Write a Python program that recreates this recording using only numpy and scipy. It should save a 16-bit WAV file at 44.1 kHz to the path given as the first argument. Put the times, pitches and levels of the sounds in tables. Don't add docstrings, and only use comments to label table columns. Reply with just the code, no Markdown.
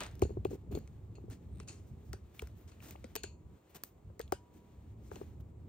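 import sys
import numpy as np
from scipy import signal
from scipy.fft import rfft, irfft, next_fast_len
from scipy.io import wavfile

SR = 44100
rng = np.random.default_rng(int(sys.argv[2]) if len(sys.argv) > 2 else 0)


def pcm_store(signal):
    levels = np.round(np.clip(np.atleast_2d(signal), -1, 1) * 32767)
    wavfile.write(sys.argv[1], SR, levels.astype(np.int16).T)


N = 250488
SIZE = next_fast_len(N + 4096)
HZ = np.maximum(np.fft.rfftfreq(SIZE, 1 / SR), 1)

# (frequency [Hz], relative density [dB])
CREAK_COLOUR = [(110, -2), (170, 6.5), (260, 4), (400, 1), (600, -13), (900, -17.5), (1400, -65.5)]
MIDDLE_COLOUR = [(700, 3.5), (1200, 0), (2500, -2.5), (3800, -6), (4500, -9.5), (6000, -34)]
TREBLE_COLOUR = [(2200, 2), (3500, -1), (7000, 7), (9500, -1.5), (11000, -9.5), (12500, -25.5)]
TOP_COLOUR = [(9000, -12), (11000, 1), (13500, 2), (15500, 3.5), (16500, -33), (17500, 0.5)]
WALL_COLOUR = [(500, -19.5), (1200, -1), (9000, -12.5), (16000, -31)]


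def from_db(db):
    return 10 ** (np.asarray(db) / 20)


def rms_one(x):
    return x / np.sqrt(np.mean(x ** 2) + 1e-20)


def in_time(rows):
    times, *columns = np.transpose(rows)
    return [np.interp(np.arange(N) / SR, times, column) for column in columns]


def at_hz(points):
    hz, values = np.array(points).T
    return np.interp(np.log(HZ), np.log(hz), values)


def drift(rate_hz):
    warm_up = 20000
    r = np.exp(-2 * np.pi * rate_hz / SR)
    wander = signal.lfilter([1], [1, -2 * r, r * r], rng.standard_normal(N + warm_up))
    return rms_one(wander[warm_up:])


def noise(colour, alike_boost=0.0):
    # (frequency [Hz], correlation [0 to 1])
    likeness = [(60, .975), (125, .93), (250, .9), (700, .3), (1500, .4), (3000, .6), (6500, .6),
                (9000, .85), (10500, .99), (16000, .99)]
    mid, side = rfft(rng.standard_normal((2, SIZE)))
    alike = np.clip(at_hz(likeness) + alike_boost, 0, 1)
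    pair = np.sqrt(1 + alike) * mid + np.sqrt(1 - alike) * side * [[1], [-1]]
    return rms_one(irfft(pair * from_db(at_hz(colour)), SIZE)[:, :N])


def dying(t60, length_s):
    t = np.arange(int(length_s * SR)) / SR
    return from_db(-60 * t / max(t60, .001))


def sine(hz, t):
    return np.sin(2 * np.pi * hz * t)


def add(out, s, sound):
    i = round(s * SR)
    out[..., i:i + sound.shape[-1]] += sound[..., :N - i]


def air():
    # (frequency [Hz], relative density [dB])
    air_colour = [(180, -29.5), (300, -4), (1200, -18), (1700, -33), (2200, -29.5), (5400, -62),
                  (7200, -29.5), (9500, -48), (14700, -47), (16500, -38)]
    return from_db(-70) * noise(air_colour)


def grip():
    # (time [s], level [dB])
    tension = [(0.0, -51), (0.19, -48), (0.24, -29), (0.3, -43.5), (0.54, -43), (0.62, -50.5), (0.77, -36),
               (0.87, -53), (1.12, -46), (1.3, -49), (2.15, -51), (2.3, -57), (2.5, -53.5), (3.55, -52.5),
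               (3.63, -70.5), (4.0, -58), (4.68, -56.5), (5.13, -49.5), (5.68, -49)]
    # (frequency [Hz], relative density [dB])
    rumble_colour = [(15, -52), (25, -12.5), (70, -0.5), (111, -6.5), (145, -13.5), (177, -19.5),
                     (220, -17), (290, -62.5), (480, -120)]
    creak_mean_db, creak_follows = -62.5, 0.76
    rumble_db, = in_time(tension)
    creak_db = creak_mean_db + creak_follows * (rumble_db - rumble_db.mean())
    rumble = from_db(rumble_db + 3.2 * drift(12.0)) * noise(rumble_colour)
    creak = from_db(creak_db + 1.38 * drift(27)) * noise(CREAK_COLOUR)
    return rumble + creak


def rustle():
    # (time [s], length [s], fade t60 [s],
    # creak level [dB], middle level [dB], treble level [dB], top level [dB])
    strokes = [ (0.0, 0.022, 0.22, -73, -44, -60, -86), (0.486, 0.071, 0.033, -47.5, -69, -69.5, -70),
               (0.698, 0.08, 0.068, -45, -66.5, -75, -67.5), (1.299, 0.03, 0.14, -57.5, -65, -65, -74),
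               (1.67, 0.025, 0.3, -62, -66.5, -57.5, -81), (1.86, 0.032, 0.085, -63, -105, -84.5, -81),
               (2.039, 0.053, 0.077, -72, -100, -82, -79), (2.331, 0.057, 0.064, -73, -71.5, -75.5, -68),
               (2.413, 0.012, 0.24, -79, -67, -75, -74), (2.547, 0.072, 0.19, -68, -84, -87, -77),
               (2.672, 0.023, 0.081, -87, -72.5, -69.5, -85), (2.794, 0.13, 0.1, -60, -65, -65, -64.5),
               (3.691, 0.017, 0.044, -70, -89, -86, -73), (3.742, 0.023, 0.052, -57, -59, -59.5, -57),
               (3.841, 0.004, 0.17, -85, -100, -66, -58.5), (4.522, 0.06, 0.051, -62.5, -86, -82, -81),
               (5.024, 0.061, 0.11, -82, -98, -77.5, -82), (5.101, 0.064, 0.49, -54.5, -69.5, -71, -72.5),
               (5.397, 0.014, 0.025, -77, -74, -84, -77), ]
    # (time [s], level [dB])
    swish_curve = [(0.0, -56.5), (0.11, -70.5), (0.54, -79.5), (1.42, -77.5), (1.69, -78.5), (1.96, -78),
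                   (3.11, -72.5), (3.37, -85.5), (3.8, -71), (3.94, -82.5), (5.22, -75), (5.39, -83.5),
                   (5.68, -80.5)]
    # middle, treble and top, relative level [dB]
    swish_bands_db = [0.5, -7, -8.5]
    stroke_rise, flicker_db = 0.32, 1.5
    levels, t = np.zeros((4, N)), np.arange(SR // 2) / SR
    for s, length_s, t60, *bands_db in strokes:
        swell = np.minimum(t / (stroke_rise * length_s), 1) ** 2
        fade = from_db(-60 * np.maximum(t - length_s, 0) / t60)
        add(levels, s, from_db(bands_db)[:, None] * swell * fade)
    levels *= from_db(flicker_db * (drift(350) + 1.04 * drift(40)))
    swish_db = np.add.outer(swish_bands_db, in_time(swish_curve)[0])
    levels[1:] += from_db(swish_db + 1.5 * drift(8))
    colours = (CREAK_COLOUR, MIDDLE_COLOUR, TREBLE_COLOUR, TOP_COLOUR)
    return sum(level * noise(colour) for level, colour in zip(levels, colours))


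def bowl():
    # (frequency [Hz], level [dB], t60 [s])
    bowl_modes = [(750, -75, 0.6), (968, -71.5, 2.0)]
    # (time [s], relative level [dB])
    bowl_hits = [(3.235, -3), (4.322, 5), (5.116, -4.5)]
    out, t = np.zeros(N), np.arange(SR) / SR
    for s, db in bowl_hits:
        hum = sum(from_db(db + mode_db) * sine(hz, t) * dying(t60, 1) for hz, mode_db, t60 in bowl_modes)
        add(out, s, hum)
    return out


def rattles():
    # (frequency [Hz], width of each filter pass [Hz], relative level [dB], t60 [s])
    cavities = [(2630, 580, -2, 0.25), (4350, 350, -0.5, 0.25), (6870, 760, 2, 0.27),
                (8250, 570, -4, 0.093)]
    # (time [s], level [dB], tilt above the first cavity [dB per octave])
    rattle_events = [(0.221, -60.5, 0.5), (0.453, -69, -8), (0.513, -79, -7), (0.715, -76.5, -2.5),
                     (0.75, -66.5, -1), (1.154, -74.5, -3), (1.309, -83, 2), (1.6, -73, -7),
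                     (1.684, -61.5, 2), (2.717, -74, -7.5), (3.16, -56, -2.5), (3.234, -56, -1),
                     (4.212, -74, 1.5), (4.324, -78, 0.5), (5.156, -73.5, -3.5)]
    ping_db, ping_t60_s = 5.5, 0.055
    out, broad = 0, noise(WALL_COLOUR)
    first_hz = cavities[0][0]
    for hz, width_hz, cavity_db, t60 in cavities:
        level = np.zeros(N)
        shape = dying(t60, .5) + from_db(ping_db) * dying(ping_t60_s, .5)
        for s, db, tilt_db in rattle_events:
            add(level, s, from_db(db + cavity_db + tilt_db * np.log2(hz / first_hz)) * shape)
        peak = signal.iirpeak(hz, hz / width_hz, SR)
        narrow = signal.lfilter(*peak, signal.lfilter(*peak, broad))
        out = out + level * rms_one(narrow)
    return out


def knocks():
    # (time [s], level [dB], main pitch [Hz],
    # low boom before its common boost, relative level [dB], overtones relative level [dB])
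    knock_events = [(0.222, -13, 379.4, -9, -22), (0.251, -29.5, 403, -21, -33),
                    (0.293, -38, 413, -31, -26), (0.305, -32, 390, -29, -32),
                    (0.37, -26.5, 368, -36, -28.5), (0.452, -18.5, 385.5, -43, -23),
                    (0.512, -33.5, 470, -5, -39), (0.531, -29.5, 386, -9, -36),
                    (0.552, -38.5, 403, -17, -32), (0.71, -36.5, 390, -16, -46),
                    (0.75, -25.5, 370, -18, -28), (0.772, -28.5, 410, -18, -28), (1.182, -43, 404, -5, -20),
                    (1.239, -39, 340, -28, -33), (1.281, -43, 410, -10, -31), (1.603, -45.5, 410, -22, -22),
                    (2.135, -38, 382, -15, -16), (2.423, -34, 426, 3, -25.5),
                    (2.953, -53.5, 390, -18, -1.5), (3.042, -38, 505, -20, -30),
                    (3.046, -39, 240, -10, -37), (3.154, -36, 342, -16, -13.5), (3.162, -33, 433, -26, -17),
                    (3.239, -33.5, 393, -30, -19.5), (4.1, -50.5, 516, 0, -24),
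                    (4.198, -29.5, 458, -30, -23), (4.323, -21.5, 378.5, -16, -12.5),
                    (5.115, -34.5, 419, -6, -17.5), (5.16, -42, 386, -3, -15),
                    (5.213, -31, 386, -19, -22.5)]
    # (multiple of the main pitch, level added to the overtones' own [dB], t60 [s])
    overtones = [(1.498, 7, 0.046), (2.05, 15.5, 0.023), (2.898, 19, 0.0088)]
    knock_rise_s, knock_t60_s = 0.00095, 0.032
    boom_hz, boom_rise_s, boom_t60_s, boom_boost_db = 66.4, 0.0086, 0.09, 5.5
    lean_db, lean_hz = 3.5, 450
    out, t = np.zeros((2, N)), np.arange(int(.2 * SR)) / SR
    rise = (1 - np.exp(-t / knock_rise_s)) ** 2
    swell = 1 - np.exp(-t / boom_rise_s)
    boom_shape = from_db(boom_boost_db) * swell * sine(boom_hz, t) * dying(boom_t60_s, .2)
    for s, db, hz, boom_db, over_db in knock_events:
        modes = [(hz, 3, knock_t60_s)]
        modes += [(k * hz, over_db + mode_db, t60) for k, mode_db, t60 in overtones]
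        for side, twist in enumerate((.5, -.5)):
            ring = 0
            for f, mode_db, t60 in modes:
                lean = twist * f / lean_hz
                wave = np.sin(2 * np.pi * f * t + lean)
                ring = ring + from_db(mode_db + lean_db * lean) * wave * dying(t60, .2)
            add(out[side], s, from_db(db) * rise * (ring + from_db(boom_db) * boom_shape))
    return out


def ticks():
    # (start [s], end [s], first level [dB], last level [dB])
    bends = [(1.518, 1.597, -71, -53.5)]
    # (frequency [Hz], relative level [dB], t60 [s])
    stem_modes = [(2600, -9, .004), (3800, -3, .005), (8500, 0, .006)]
    slip_s, slip_jitter = .011, .25
    out, t = np.zeros(N), np.arange(int(.03 * SR)) / SR
    ring = sum(from_db(db) * sine(hz, t) * dying(t60, .03) for hz, db, t60 in stem_modes)
    for start, end, first_db, last_db in bends:
        for s in np.arange(start, end, slip_s):
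            late, uneven = rng.standard_normal(2)
            level_db = np.interp(s, [start, end], [first_db, last_db]) + 2 * uneven
            add(out, s + slip_jitter * slip_s * late, from_db(level_db) * ring)
    return out


def room(x):
    room_t60_s = 0.17
    tail = rms_one(noise(WALL_COLOUR)[:, :SR // 2] * dying(room_t60_s, .5)) / np.sqrt(SR / 2)
    return signal.fftconvolve(x[None], tail, axes=1)[:, :N]


def snaps():
    # (time [s], treble peak level [dB], middle relative level [dB], top relative level [dB], shell pitch [Hz])
    snap_events = [(0.0054, -30.5, -4.5, -13, 1400), (0.0343, -35.5, -5, -20, 1600),
                   (0.064, -42.5, 1.5, -27, 1520), (0.028, -47, -11, -20, 3500),
                   (0.1128, -54.5, -3, -10, 1700), (0.153, -54.5, -17, 1, 1430),
                   (0.194, -50.5, -16, 3, 1570), (0.2191, -37.5, 1.5, 0.5, 2720),
                   (0.2348, -39.5, -7, -23, 4000), (0.449, -43, 4, -2, 2700), (0.469, -56, -10, 0, 1260),
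                   (0.7515, -50, 7, 2, 4360), (0.7874, -54.5, -2, 8, 1380), (0.8753, -53, -6, -25, 2160),
                   (1.3006, -56, 4.5, 9, 1230), (1.6001, -42.5, -1, -37, 1300),
                   (1.6317, -58, -8, -23, 1280), (2.131, -35.5, -3.5, -7, 1530),
                   (2.3935, -43, 8.5, 2, 2600), (2.4199, -41.5, -4, -1, 1170),
                   (2.4717, -49.5, -5, -4, 1530), (2.72, -58.5, 5, -22, 1230),
                   (2.803, -66, 16.5, -24, 2160), (2.824, -59, 8, -5, 1730), (2.845, -64, 9, -10, 1800),
                   (2.9084, -43, -7, 6, 2460), (2.959, -65, 12, -6, 2620), (3.042, -44, -1.5, -23, 2240),
                   (3.154, -27.5, -9.5, 1, 2460), (3.1616, -30.5, -8, 3, 2700),
                   (3.2346, -35, -2.5, -0.5, 4500), (3.239, -42.5, 5.5, -12, 1480),
                   (3.7582, -50.5, -1, -1, 2960), (3.8361, -37.5, -47, 11, 2850),
                   (4.194, -40.5, -2.5, 2, 1840), (4.2035, -46.5, 9.5, -28, 1740),
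                   (4.2132, -45, 0, 4, 3950), (4.2777, -63.5, 8, 0, 3570), (4.3218, -30.5, 5.5, 1, 1036),
                   (5.1144, -57, 10, -10, 1420), (5.1571, -48.5, 1.5, -15, 3020)]
    rise_s, t60_s, shell_q = 0.00062, 0.0097, 2.2
    top_decay = 0.77
    room_db, room_follows = -5, 0.43
    out, send, size = np.zeros((2, N)), np.zeros(N), int(.05 * SR)
    bands = [noise(colour, alike_boost=0.3) for colour in (MIDDLE_COLOUR, TREBLE_COLOUR, TOP_COLOUR)]
    shape = (1 - np.exp(-np.arange(size) / SR / rise_s)) * dying(t60_s, .05)
    faster = dying(t60_s * top_decay / (1 - min(top_decay, .9)), .05)
    for s, db, middle_db, top_db, shell_hz in snap_events:
        i = round(s * SR)
        middle, treble, top = (band[:, i:i + size] * shape for band in bands)
        shell = signal.iirpeak(shell_hz, shell_q, SR)
        middle = signal.lfilter(*shell, signal.lfilter(*shell, middle))
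        for burst, level_db in ((middle, middle_db), (treble, 0), (top * faster, top_db)):
            add(out, s, from_db(db + level_db) * burst / np.abs(burst).max())
        add(send, s, from_db(db + room_follows * middle_db + room_db) * shape)
    return out + room(send * rng.standard_normal(N))


def scene():
    background = air() + grip() + rustle()
    return background + bowl() + rattles() + knocks() + ticks() + snaps()


def record(dry):
    # (frequency [Hz], level [dB])
    balance = [(60, 0), (150, -1), (380, 0), (950, -0.5), (2380, 1), (5980, 4.5), (15000, -0.5)]
    # (frequency [Hz], lead [rad])
    right_lead = [(250, 0), (2000, -.7), (5000, -1.2), (7400, -2.4), (8200, -6), (9200, -5.6),
                  (10000, -4.6), (11000, -3.14), (12200, -2.2), (14000, -.1), (16500, .5)]
    low_cut_hz, cutoff_hz = 63, 17100
    half = from_db(at_hz(balance) / 2)
    ports = np.array([half + 0j, np.exp(1j * at_hz(right_lead)) / half])
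    out = irfft(rfft(dry, SIZE) * ports, SIZE)[:, :N]
    out = signal.sosfilt(signal.butter(2, low_cut_hz, "high", fs=SR, output="sos"), out)
    return signal.sosfilt(signal.cheby2(12, 60, cutoff_hz, fs=SR, output="sos"), out)


dry = scene()
out = record(dry)
pcm_store(out)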